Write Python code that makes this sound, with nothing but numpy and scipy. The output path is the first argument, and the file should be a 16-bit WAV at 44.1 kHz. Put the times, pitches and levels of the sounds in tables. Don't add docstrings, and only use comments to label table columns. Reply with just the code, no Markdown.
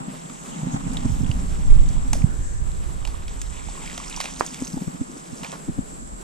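import sys
import numpy as np
from scipy import signal
from scipy.fft import rfft, irfft, next_fast_len
from scipy.io import wavfile
from scipy.ndimage import uniform_filter1d

SR = 44100
rng = np.random.default_rng(int(sys.argv[2]) if len(sys.argv) > 2 else 0)


def file_out(sig):
    cols = np.atleast_2d(sig).T
    lim = np.clip(cols, -1, 1)
    pcm = np.round(lim * 32767).astype(np.int16)
    wavfile.write(sys.argv[1], SR, pcm)


N = 274726
OPPOSITE = np.array([[1], [-1]])


def from_db(db):
    return 10 ** (np.asarray(db) / 20)


def rms_one(x):
    return x / np.sqrt(np.mean(x ** 2, axis=-1, keepdims=True) + 1e-20)


def in_time(rows):
    times, *columns = np.transpose(rows)
    return [np.interp(np.arange(N) / SR, times, column) for column in columns]


def shaped(x, points, turn=0):
    size = next_fast_len(N)
    hz, level_db = np.transpose(points)
    bin_hz = np.arange(size // 2 + 1) * SR / size
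    gain = from_db(np.interp(np.log(bin_hz + 1), np.log(hz), level_db))
    return irfft(rfft(x, size) * gain * np.exp(1j * turn), size)[..., :N]


def band(x, low_hz, high_hz):
    edges = [low_hz, min(high_hz, SR / 2.2)]
    return signal.sosfilt(signal.butter(2, edges, "band", fs=SR, output="sos"), x)


def low_pass(x, hz):
    return signal.sosfilt(signal.butter(6, hz, fs=SR, output="sos"), x)


def drift(rate):
    r = np.exp(-80 * np.pi * rate / SR)
    noise = rng.standard_normal(N // 40 + 2002)
    slow = signal.lfilter([1], [1, -2 * r, r * r], noise)[2000:]
    return np.interp(np.arange(N) / 40, np.arange(len(slow)), rms_one(slow - slow.mean()))


def resonance(x, hz, width_hz):
    r = np.exp(-np.pi * width_hz / SR)
    feedback = [1, -2 * r * np.cos(2 * np.pi * hz / SR), r * r]
    return signal.lfilter(np.array([1, 0, -1]) * (1 - r * r) / 2, feedback, x)


def add(out, at_s, sound):
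    at = round(at_s * SR)
    out[..., at:at + sound.shape[-1]] += sound[..., :N - at]


def pan(db):
    return from_db(np.array([db / 2, -db / 2]))


def grains(low_hz, high_hz, per_s, cycles, spread_db, order=1):
    sizes = from_db(spread_db * np.minimum(rng.exponential(1, N), 4)) * rng.choice([-1, 1], N)
    born = rng.random(N) < per_s * from_db(4 * drift(15)) / SR
    dealt = rng.integers(0, 12, N)
    out = 0
    for k, hz in enumerate(np.geomspace(low_hz, high_hz, 12)):
        rings = sizes * born * (dealt == k) + 1e-18
        for stage in range(order):
            rings = resonance(rings, hz, 6.6 * hz / cycles)
        out = out + rings
    return rms_one(out)


# (relative, per Hz)
HISS_TONE = [(150, -42), (250, -13), (330, 0.5), (563, -6), (978, -14), (1510, -13.5), (2090, -17),
             (2710, -17.5), (5410, -21), (7300, -18.5), (7950, -13), (8300, -23), (9890, -19.5),
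             (12800, -32.5), (15500, -22.5)]
# (relative, per Hz)
HISS_SIDE_TONE = [(150, -10), (250, -5), (458, -2), (525, -4.5), (692, -2.5), (867, -10), (995, -3.5),
                  (3110, -25.5), (5310, -27), (7800, -26), (8300, -23), (12400, -33.5), (15500, -39)]
HISS_DB, HISS_SIDE_DB = -49.5, -44
INSECTS_DB, INSECTS_SWELL_DB, INSECTS_TOP_HZ = -45, 1.5, 8070


def ambience():
    hiss = rms_one(shaped(rng.standard_normal(N), HISS_TONE))
    side_hiss = rms_one(shaped(rng.standard_normal(N), HISS_SIDE_TONE))
    mid = from_db(HISS_DB + 2.18 * drift(6.2)) * hiss
    side = from_db(HISS_SIDE_DB + 0.69 * drift(14)) * side_hiss
    chorus = [grains(7460, 7870, per_s=5000.0, cycles=170.0, spread_db=-1.0) for port in range(2)]
    insects = from_db(INSECTS_DB + INSECTS_SWELL_DB * drift(1.0)) * low_pass(chorus, INSECTS_TOP_HZ)
    return mid + side * OPPOSITE + insects


PIP_PER_S, PIP_FIRST_S = 30000 / 1001, .0037
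PIP_HZ, PIP_S, PIP_DB = 8600, 0.01, -48


def pips():
    length = round(PIP_S * SR)
    tone = np.sin(2 * np.pi * PIP_HZ * np.arange(length) / SR)
    pip = from_db(PIP_DB) * np.hanning(length) * tone
    out = np.zeros(N)
    for middle_s in np.arange(PIP_FIRST_S, N / SR, 1 / PIP_PER_S):
        add(out, max(middle_s - PIP_S / 2, 0), pip)
    return out * pan(-1.0)[:, None]


SLOW_DB, SLOW_FOLLOWS = -32, 1.37
FLUTTER_DB, FLUTTER_FOLLOWS = -38.5, 1.43
SURGE_S = 0.083
WIND_LEFT_DB, WIND_SWAY_DB = -4, 2.5
# t/s, level/dB
BUFFETING = [(0.0, -54), (0.55, -52), (0.85, -33.5), (1.0, -29.5), (1.1, -28), (1.8, -25.5), (2.2, -26.5),
             (2.7, -27.5), (3.25, -31.5), (3.6, -35.5), (4.75, -48.5), (5.3, -53), (6.13, -38), (6.23, -45)]
# t/s, level/dB (above the swell)
PRESSURE_SURGES = [(1.72, 18), (1.852, 10), (1.975, 3.5), (2.144, 6.5)]


def wind():
    buffet_db, = in_time(BUFFETING)
    t = np.arange(N) / SR
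    surge_db = sum(db * np.exp(-((t - s) / SURGE_S) ** 2) for s, db in PRESSURE_SURGES)
    slow = band(rng.standard_normal((2, N)), 8.0, 21.4)
    slow = slow / np.sqrt(uniform_filter1d(slow ** 2, SR // 8, axis=1))
    lumps = from_db(2.0 * np.array([drift(6.0), drift(7.9)]))
    noise = rng.standard_normal((2, 2, N))
    above_db = buffet_db + 30
    buffet = rms_one(band(band(noise[0], 25.3, 58.0), 24.5, 84) * lumps) * from_db(buffet_db)
    flutter = rms_one(band(noise[1], 39.0, 126) * lumps)
    flutter = flutter * from_db(FLUTTER_DB + FLUTTER_FOLLOWS * above_db)
    slow = slow * from_db(SLOW_DB + SLOW_FOLLOWS * above_db + surge_db)
    return (slow + buffet + flutter) * pan(WIND_LEFT_DB + WIND_SWAY_DB * drift(2.8))


POP_CYCLES, POP_LEAN = 0.4, 0.95
# t/s, level/dB (before lean and pan), f/Hz, left minus right/dB
PUFFS = [(1.059, -13.5, 96, 1), (1.102, -19, 110, -15), (1.122, -18, 86, -17), (1.215, -20, 109, -21),
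         (1.255, -21.5, 99, -14), (1.301, -11.5, 93, -15), (1.391, -27, 55, -4), (1.71, -24, 69, -5),
         (1.765, -14.5, 98, 5), (1.806, -22, 101, -6), (1.907, -23, 91.5, -5), (1.974, -18, 93, -2),
         (2.104, -33, 80.5, -1), (2.151, -23, 69, 5), (2.245, -4.5, 120, -12.5), (2.396, -27.5, 68.5, -29),
         (2.623, -23, 73, -21)]


def pops():
    out, late = np.zeros((2, N)), np.arange(SR // 10) / SR - .05
    for s, db, hz, side_db in PUFFS:
        puff = np.exp(-(late * hz / POP_CYCLES) ** 2) * np.cos(2 * np.pi * hz * late - POP_LEAN)
        add(out, s + late[0], from_db(db) * puff * pan(side_db)[:, None])
    return out


SKIN_DB, HOUSING_TOP_HZ = -16.5, 318
# t/s, level/dB
HAND_RUMBLE = [(0.0, -34.5), (0.36, -45.5), (0.61, -35.5), (0.75, -29), (0.8, -34), (1.0, -33.5),
               (1.18, -36), (1.32, -33), (1.47, -39), (2.08, -38), (2.22, -36), (2.51, -51), (2.69, -47.5),
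               (3.47, -48.5), (3.83, -44.5), (4.18, -47.5), (4.35, -45), (4.49, -43), (4.79, -44.5),
               (5.17, -45.5), (5.6, -45), (6.11, -45), (6.23, -46.5)]
# f/Hz, width/Hz, level/dB (relative)
HOUSING_MODES = [(163.6, 32, 0.5), (198.5, 59, -6), (253.7, 29, -8)]
# f/Hz, width/Hz, level/dB (relative)
RUB_BANDS = [(820, 150, -7.5), (1150, 170, -48), (2000, 400, -66)]


def grip():
    level = from_db(in_time(HAND_RUMBLE)[0] + 1.97 * drift(40.0))
    noise = rng.standard_normal((4, N))
    ringing = sum(from_db(db) * resonance(noise[:2], hz, width) for hz, width, db in HOUSING_MODES)
    mid, side = rms_one(low_pass(band(ringing, 137.6, 305), HOUSING_TOP_HZ))
    rub = sum(from_db(db) * rms_one(resonance(noise[2], hz, width)) for hz, width, db in RUB_BANDS)
    skin = from_db(SKIN_DB) * rms_one(band(noise[3], 310, 1290))
    opposed = from_db(-5.0) * side + from_db(0.5) * rub
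    return level * (mid + skin + OPPOSITE * opposed)


SWELL_S = 0.0084
UPPER_DB, UPPER_DB_PER_OCTAVE = -1, 12.5
SCUFF_DB, SCUFF_T60_S = -16.5, 0.037
# t/s, level/dB (peak), f/Hz, left minus right/dB, sway level/dB
HOUSING_BUMPS = [(0.073, -27, 198, 4, -18), (0.291, -33, 179, -7, -16), (0.623, -20, 159, -2, -5),
                 (0.66, -20, 160, -7, -12), (0.735, -15.5, 147, -1, -11), (0.856, -22, 154, -7, -2),
                 (0.907, -33, 242, 7, -8), (0.975, -34, 243, 1, -8), (1.045, -21.5, 243, -1, 4),
                 (1.082, -31.5, 233, 1, -10), (1.195, -27.5, 213, -7, 6), (1.224, -32.5, 250, -12, 16),
                 (1.36, -28, 196, -5, -14), (4.611, -25.5, 258, 2, 0), (4.732, -22.5, 176, 4, -5),
                 (4.76, -28, 268, 4, 4), (4.81, -22.5, 184, 3, -10), (4.87, -23.5, 175, 5.5, 4),
                 (4.937, -30, 174, -4, -5), (5.004, -26, 260, -4, 9), (5.087, -40, 327, 3, -14),
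                 (5.156, -40, 302, -3, -21), (5.322, -36, 242, -7, 8), (5.4, -34, 187, -2, 1),
                 (5.417, -31, 170, 2, -6), (5.544, -36, 181, 3, -14), (5.676, -29.5, 297, 4.5, 5),
                 (5.685, -24, 179, -5.5, 5), (5.775, -29.5, 276, 0, -6), (5.78, -25, 202, 6.5, 8.5),
                 (5.796, -37, 195, 2, 0)]


def bumps():
    out, t = np.zeros((2, N)), np.arange(SR // 5) / SR
    late = t - .011
    upper_hz = HOUSING_MODES[2][0]
    swell = np.exp(-(late / SWELL_S) ** 2)
    after = np.where(late < 0, np.exp(-(late / 0.00064) ** 2), from_db(-60 * late / 0.077))
    scuffs = rms_one(band(rng.standard_normal((len(HOUSING_BUMPS), len(t))), 153, 870))
    scuffs = scuffs * from_db(SCUFF_DB - 60 * np.abs(late) / SCUFF_T60_S)
    phases = rng.uniform(0, 2 * np.pi, (len(HOUSING_BUMPS), 2))
    for (s, db, hz, side_db, sway_db), phase, scuff in zip(HOUSING_BUMPS, phases, scuffs):
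        push = swell * np.sin(2 * np.pi * hz * (late + 2.9 * late ** 2) + phase[0])
        upper_db = UPPER_DB + UPPER_DB_PER_OCTAVE * np.log2(hz / 200)
        upper = from_db(upper_db) * after * np.sin(2 * np.pi * upper_hz * late + phase[0])
        sway = from_db(sway_db) * np.exp(-(late / 0.0061) ** 2) * np.sin(2 * np.pi * 110 * t + phase[1])
        skin = scuff * (hz / upper_hz) ** 2
        bump = push + upper + sway * OPPOSITE + skin
        add(out, s, from_db(db) * bump * pan(side_db)[:, None])
    return out


KNOCK_ATTACK_S, KNOCK_TOP_HZ = .0008, 2700
# t/s, level/dB (of the whole knock), left minus right/dB (of its ring)
HARD_KNOCK = (4.4087, -10, -15.5)
# f/Hz, level/dB (relative), time to fall 60 dB/s
KNOCK_RINGS = [(460, -31, 0.004), (1030, 12.5, 0.003), (1590, -18, 0.0021), (2300, -13, 0.006)]


def knock():
    t = np.arange(SR // 5) / SR
    s, knock_db, side_db = HARD_KNOCK
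    ring = sum(from_db(db - 60 * t / t60) * np.sin(2 * np.pi * hz * t) for hz, db, t60 in KNOCK_RINGS)
    rattle = rms_one(band(rng.standard_normal((2, len(t))), 230, 1200))
    tail = from_db(-15.5 - 60 * t / 0.17) * rattle
    blow = tail - low_pass(ring, KNOCK_TOP_HZ) * pan(side_db)[:, None]
    out = np.zeros((2, N))
    add(out, s, from_db(knock_db) * blow * np.minimum(t / KNOCK_ATTACK_S, 1))
    return out


SWISH_WIDTH = 0.27
# t/s (start), length/s, f/Hz (centre), level/dB (before the swell)
AIRY_SWELLS = [(0.166, 0.71, 6850, -47.5), (0.508, 0.066, 2980, -48), (0.701, 0.069, 6750, -41.5),
               (1.074, 0.18, 11700, -58), (2.262, 0.12, 1490, -47.5), (2.328, 0.37, 1690, -53.5),
               (2.296, 0.4, 6500, -52.5), (4.45, 0.59, 12000, -60)]


def swishes():
    out = np.zeros((2, N))
    for s, length, hz, db in AIRY_SWELLS:
        noise = rng.standard_normal((2, SR))[:, :round(length * SR)]
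        width_hz = SWISH_WIDTH * hz
        air = rms_one(resonance(resonance(noise, hz, width_hz), hz, width_hz))
        add(out, s, from_db(db) * np.hanning(noise.shape[1]) ** .5 * air)
    return out


# t/s (start), time to fade to 37 percent/s, level/dB (of the low crackles)
LEAF_RUSTLES = [(5.43, 0.046, -38.5), (5.522, 0.043, -44.5)]


def rustles():
    level, t = np.zeros(N), np.arange(SR // 5) / SR
    for s, length, db in LEAF_RUSTLES:
        add(level, s, from_db(db) * np.minimum(t / 0.0071, 1) * np.exp(-(t / length) ** 4))
    low = grains(560, 1200, per_s=1200.0, cycles=16.0, spread_db=2.5)
    high = grains(1340, 5800, per_s=720.0, cycles=14.0, spread_db=2.0)
    return level * (low + from_db(-8.0) * high)


SNAP_HOLD_S, SNAP_T60_S = 0.0019, 0.021
CRACK_DB = 17
BURST_DB_PER_OCTAVE = -15.5
RING_DB, RING_RISE_S, RING_T60_S = -7, 0.0012, 0.03
PLINK_DB, PLINK_CYCLES, PLINK_LONGEST_S = 9, 24, .017
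PLINK_BEND = 4
ECHO_DB, ECHO_T60_S, ECHO_LAG_S = -13.5, 0.37, 0.015
# t/s, ring level/dB, ring f/Hz, burst level/dB, burst centre f/Hz
SNAPS_AND_SPLASHES = [(0.298, -38, 1150, -34, 1800), (0.934, -35, 9000, -38, 7000),
                      (0.97, -24.5, 3570, -39, 3500), (1.134, -52, 5500, -55, 5500),
                      (1.139, -44, 3020, -57, 4000), (1.221, -40, 5400, -55, 5000),
                      (1.245, -40, 3320, -55, 3300), (1.264, -42, 2900, -53, 3000),
                      (1.314, -27.5, 2900, -42, 4000), (1.3145, -38, 4630, -50, 4500),
                      (1.889, -54, 696, -34.5, 8000), (1.966, -38, 614, -30, 1110),
                      (2.132, -22, 820, -18, 4480), (2.152, -28, 585, -39, 900),
                      (2.22, -37, 2300, -48, 3020), (2.717, -46, 3780, -46, 5000),
                      (2.748, -51, 4300, -49, 4030), (3.051, -29, 2870, -21.5, 1590),
                      (3.074, -38, 850, -23.5, 1800), (3.144, -43, 1090, -55, 1100),
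                      (3.223, -45, 2580, -57, 2600), (3.281, -46, 5500, -39, 3100),
                      (3.416, -27, 7300, -28.5, 4130), (3.686, -34, 820, -38, 1300),
                      (3.752, -40, 1080, -55, 1100), (3.776, -37, 1020, -50, 1300),
                      (3.839, -34, 875, -54, 2700), (3.861, -44, 3140, -40, 3000),
                      (3.876, -32, 2350, -36, 2480), (3.898, -38, 2060, -39, 2500),
                      (3.929, -42, 3500, -44, 3000), (3.978, -32, 6200, -18, 1540),
                      (4, -35, 1100, -46, 2000), (4.068, -47, 1000, -51, 1200),
                      (4.081, -30.5, 5430, -49, 7000), (4.098, -35, 9500, -35, 9000),
                      (4.113, -38, 2500, -54, 2500), (4.127, -31, 3650, -49, 3300),
                      (4.143, -31, 2690, -50, 3000), (4.163, -24, 5700, -41, 5500),
                      (4.173, -31, 930, -43, 2200), (4.203, -29.5, 1060, -13, 1680),
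                      (4.211, -27, 4540, -21.5, 2410), (4.241, -33, 660, -22, 1710),
                      (4.256, -26.5, 2500, -21, 1480), (4.286, -40, 1030, -42, 1500),
                      (4.338, -37, 5600, -49, 5500), (4.396, -32, 5550, -35.5, 6000),
                      (4.464, -23, 6800, -33, 7000), (4.477, -39, 3500, -44, 4000),
                      (4.544, -33.5, 3360, -31, 4000), (4.546, -42, 2150, -46, 2200),
                      (4.584, -40.5, 2520, -52, 2500), (4.649, -28, 6460, -58, 5500),
                      (4.671, -30, 5730, -42, 3300), (4.671, -36.5, 2620, -50, 2600),
                      (4.678, -29, 6030, -46, 6000), (4.731, -36, 5200, -44, 4500),
                      (4.776, -29, 790, -43, 900), (5.431, -36, 940, -37, 1500),
                      (5.433, -35, 2830, -42, 2800), (5.446, -27.5, 2420, -32, 2000),
                      (5.466, -39, 3200, -41, 2800), (5.518, -40.5, 3550, -33, 4020),
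                      (5.532, -43, 2300, -42, 1500), (5.538, -47, 1090, -40, 1500)]


def snaps():
    out, t = np.zeros(N), np.arange(SR // 4) / SR
    dying = from_db(-60 * np.maximum(t - SNAP_HOLD_S, 0) / SNAP_T60_S)
    swelling = np.minimum(t / RING_RISE_S, 1) * from_db(-60 * t / RING_T60_S)
    click = from_db(CRACK_DB) * (t == 0)
    echo = from_db(ECHO_DB - 60 * t / ECHO_T60_S) * np.minimum(t / ECHO_LAG_S, 1) ** 2
    noises = rng.standard_normal((len(SNAPS_AND_SPLASHES), 2, len(t)))
    for (s, db, hz, burst_db, centre_hz), noise in zip(SNAPS_AND_SPLASHES, noises):
        burst = 0
        for low_hz, high_hz in ((500, 1070), (1600, 5780), (4500, 8020)):
            octaves = abs(np.log2(np.sqrt(low_hz * high_hz) / centre_hz))
            gain = from_db(burst_db + BURST_DB_PER_OCTAVE * octaves)
            burst = burst + gain * rms_one(band(noise[0] + click, low_hz, high_hz))
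        ring = rms_one(band(resonance(noise[1], hz, 0.12 * hz), hz / 2, 2.84 * hz))
        ring = from_db(db + RING_DB) * ring * swelling
        plink_t60 = min(PLINK_CYCLES / hz, PLINK_LONGEST_S)
        tone = np.sin(2 * np.pi * hz * (t + PLINK_BEND * t ** 2))
        plink = from_db(db + PLINK_DB - 60 * t / plink_t60) * tone * np.minimum(t * hz / 2, 1)
        add(out, s, burst * dying + plink + ring + burst * echo)
    return out


BUBBLES_DB, BUBBLES_FOLLOW = -55.5, 0.65
FULL_FLOW_DB, SPRAY_TOP_HZ = -45, 9500
DRIPS_DB, DRIPS_FOLLOW = -47, 2
SPATTER_DB, SPATTER_FOLLOWS = -50, 2
# t/s, drops level/dB, spray against drops level/dB
DRAINING = [(0.0, -58.5, -22), (0.14, -57, 6), (0.47, -54, -11), (1.0, -51.5, 3.5), (1.47, -58.5, 5.5),
            (1.73, -52.5, -1), (2.44, -62.5, -1), (2.76, -61, -2), (2.97, -57, -5), (3.57, -52, -0.5),
            (4.04, -46.5, 1), (4.34, -50.5, 5.5), (4.63, -54, 9), (5.08, -60.5, 5.5), (5.38, -59.5, 10.5),
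            (5.5, -51.5, 3.5), (5.64, -73, 12), (6.23, -108, 12)]


def water():
    drops_db, spray_against_db = in_time(DRAINING)
    spray_db = drops_db + spray_against_db
    bubbles_db = BUBBLES_DB + BUBBLES_FOLLOW * (drops_db + 55)
    drips_db = DRIPS_DB + DRIPS_FOLLOW * (drops_db - FULL_FLOW_DB)
    spatter_db = SPATTER_DB + SPATTER_FOLLOWS * (spray_db - FULL_FLOW_DB)
    drips = grains(850, 3600, per_s=500., cycles=55.0, spread_db=3.0, order=2)
    spatter = grains(2200, 8000, per_s=400., cycles=40.0, spread_db=3.5, order=2)
    bubbles = grains(830, 1224, per_s=600.0, cycles=40.0, spread_db=-1.5)
    drops = grains(1890, 3800, per_s=1100.0, cycles=60.0, spread_db=2.0)
    spray = grains(5400, 8300, per_s=1500.0, cycles=30, spread_db=2.0)
    return (from_db(bubbles_db) * bubbles
            + from_db(drops_db) * drops
            + from_db(spray_db) * low_pass(spray, SPRAY_TOP_HZ)
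            + from_db(drips_db) * drips
            + from_db(spatter_db) * low_pass(spatter, SPRAY_TOP_HZ))


PORT_TURN = 1.96
# f/Hz, level/dB
PORT_DIFFERENCE = [(60, 1), (120, -7), (240, -6), (480, 3), (950, 2), (1890, 1), (3770, -10), (7520, 0.5),
                   (15000, -2)]


def scene():
    bank = water() + snaps() + rustles()
    airborne = bank + shaped(bank, PORT_DIFFERENCE, PORT_TURN) * OPPOSITE
    background = ambience() + pips() + wind() + pops()
    handling = grip() + bumps() + knock()
    return airborne + background + handling + swishes()


CUTOFF_HZ = 15400


def record(dry):
    top_cut = signal.cheby2(12, 70, CUTOFF_HZ, fs=SR, output="sos")
    return signal.sosfilt(top_cut, np.clip(dry, -1, 1))


dry = scene()
out = record(dry)
file_out(out)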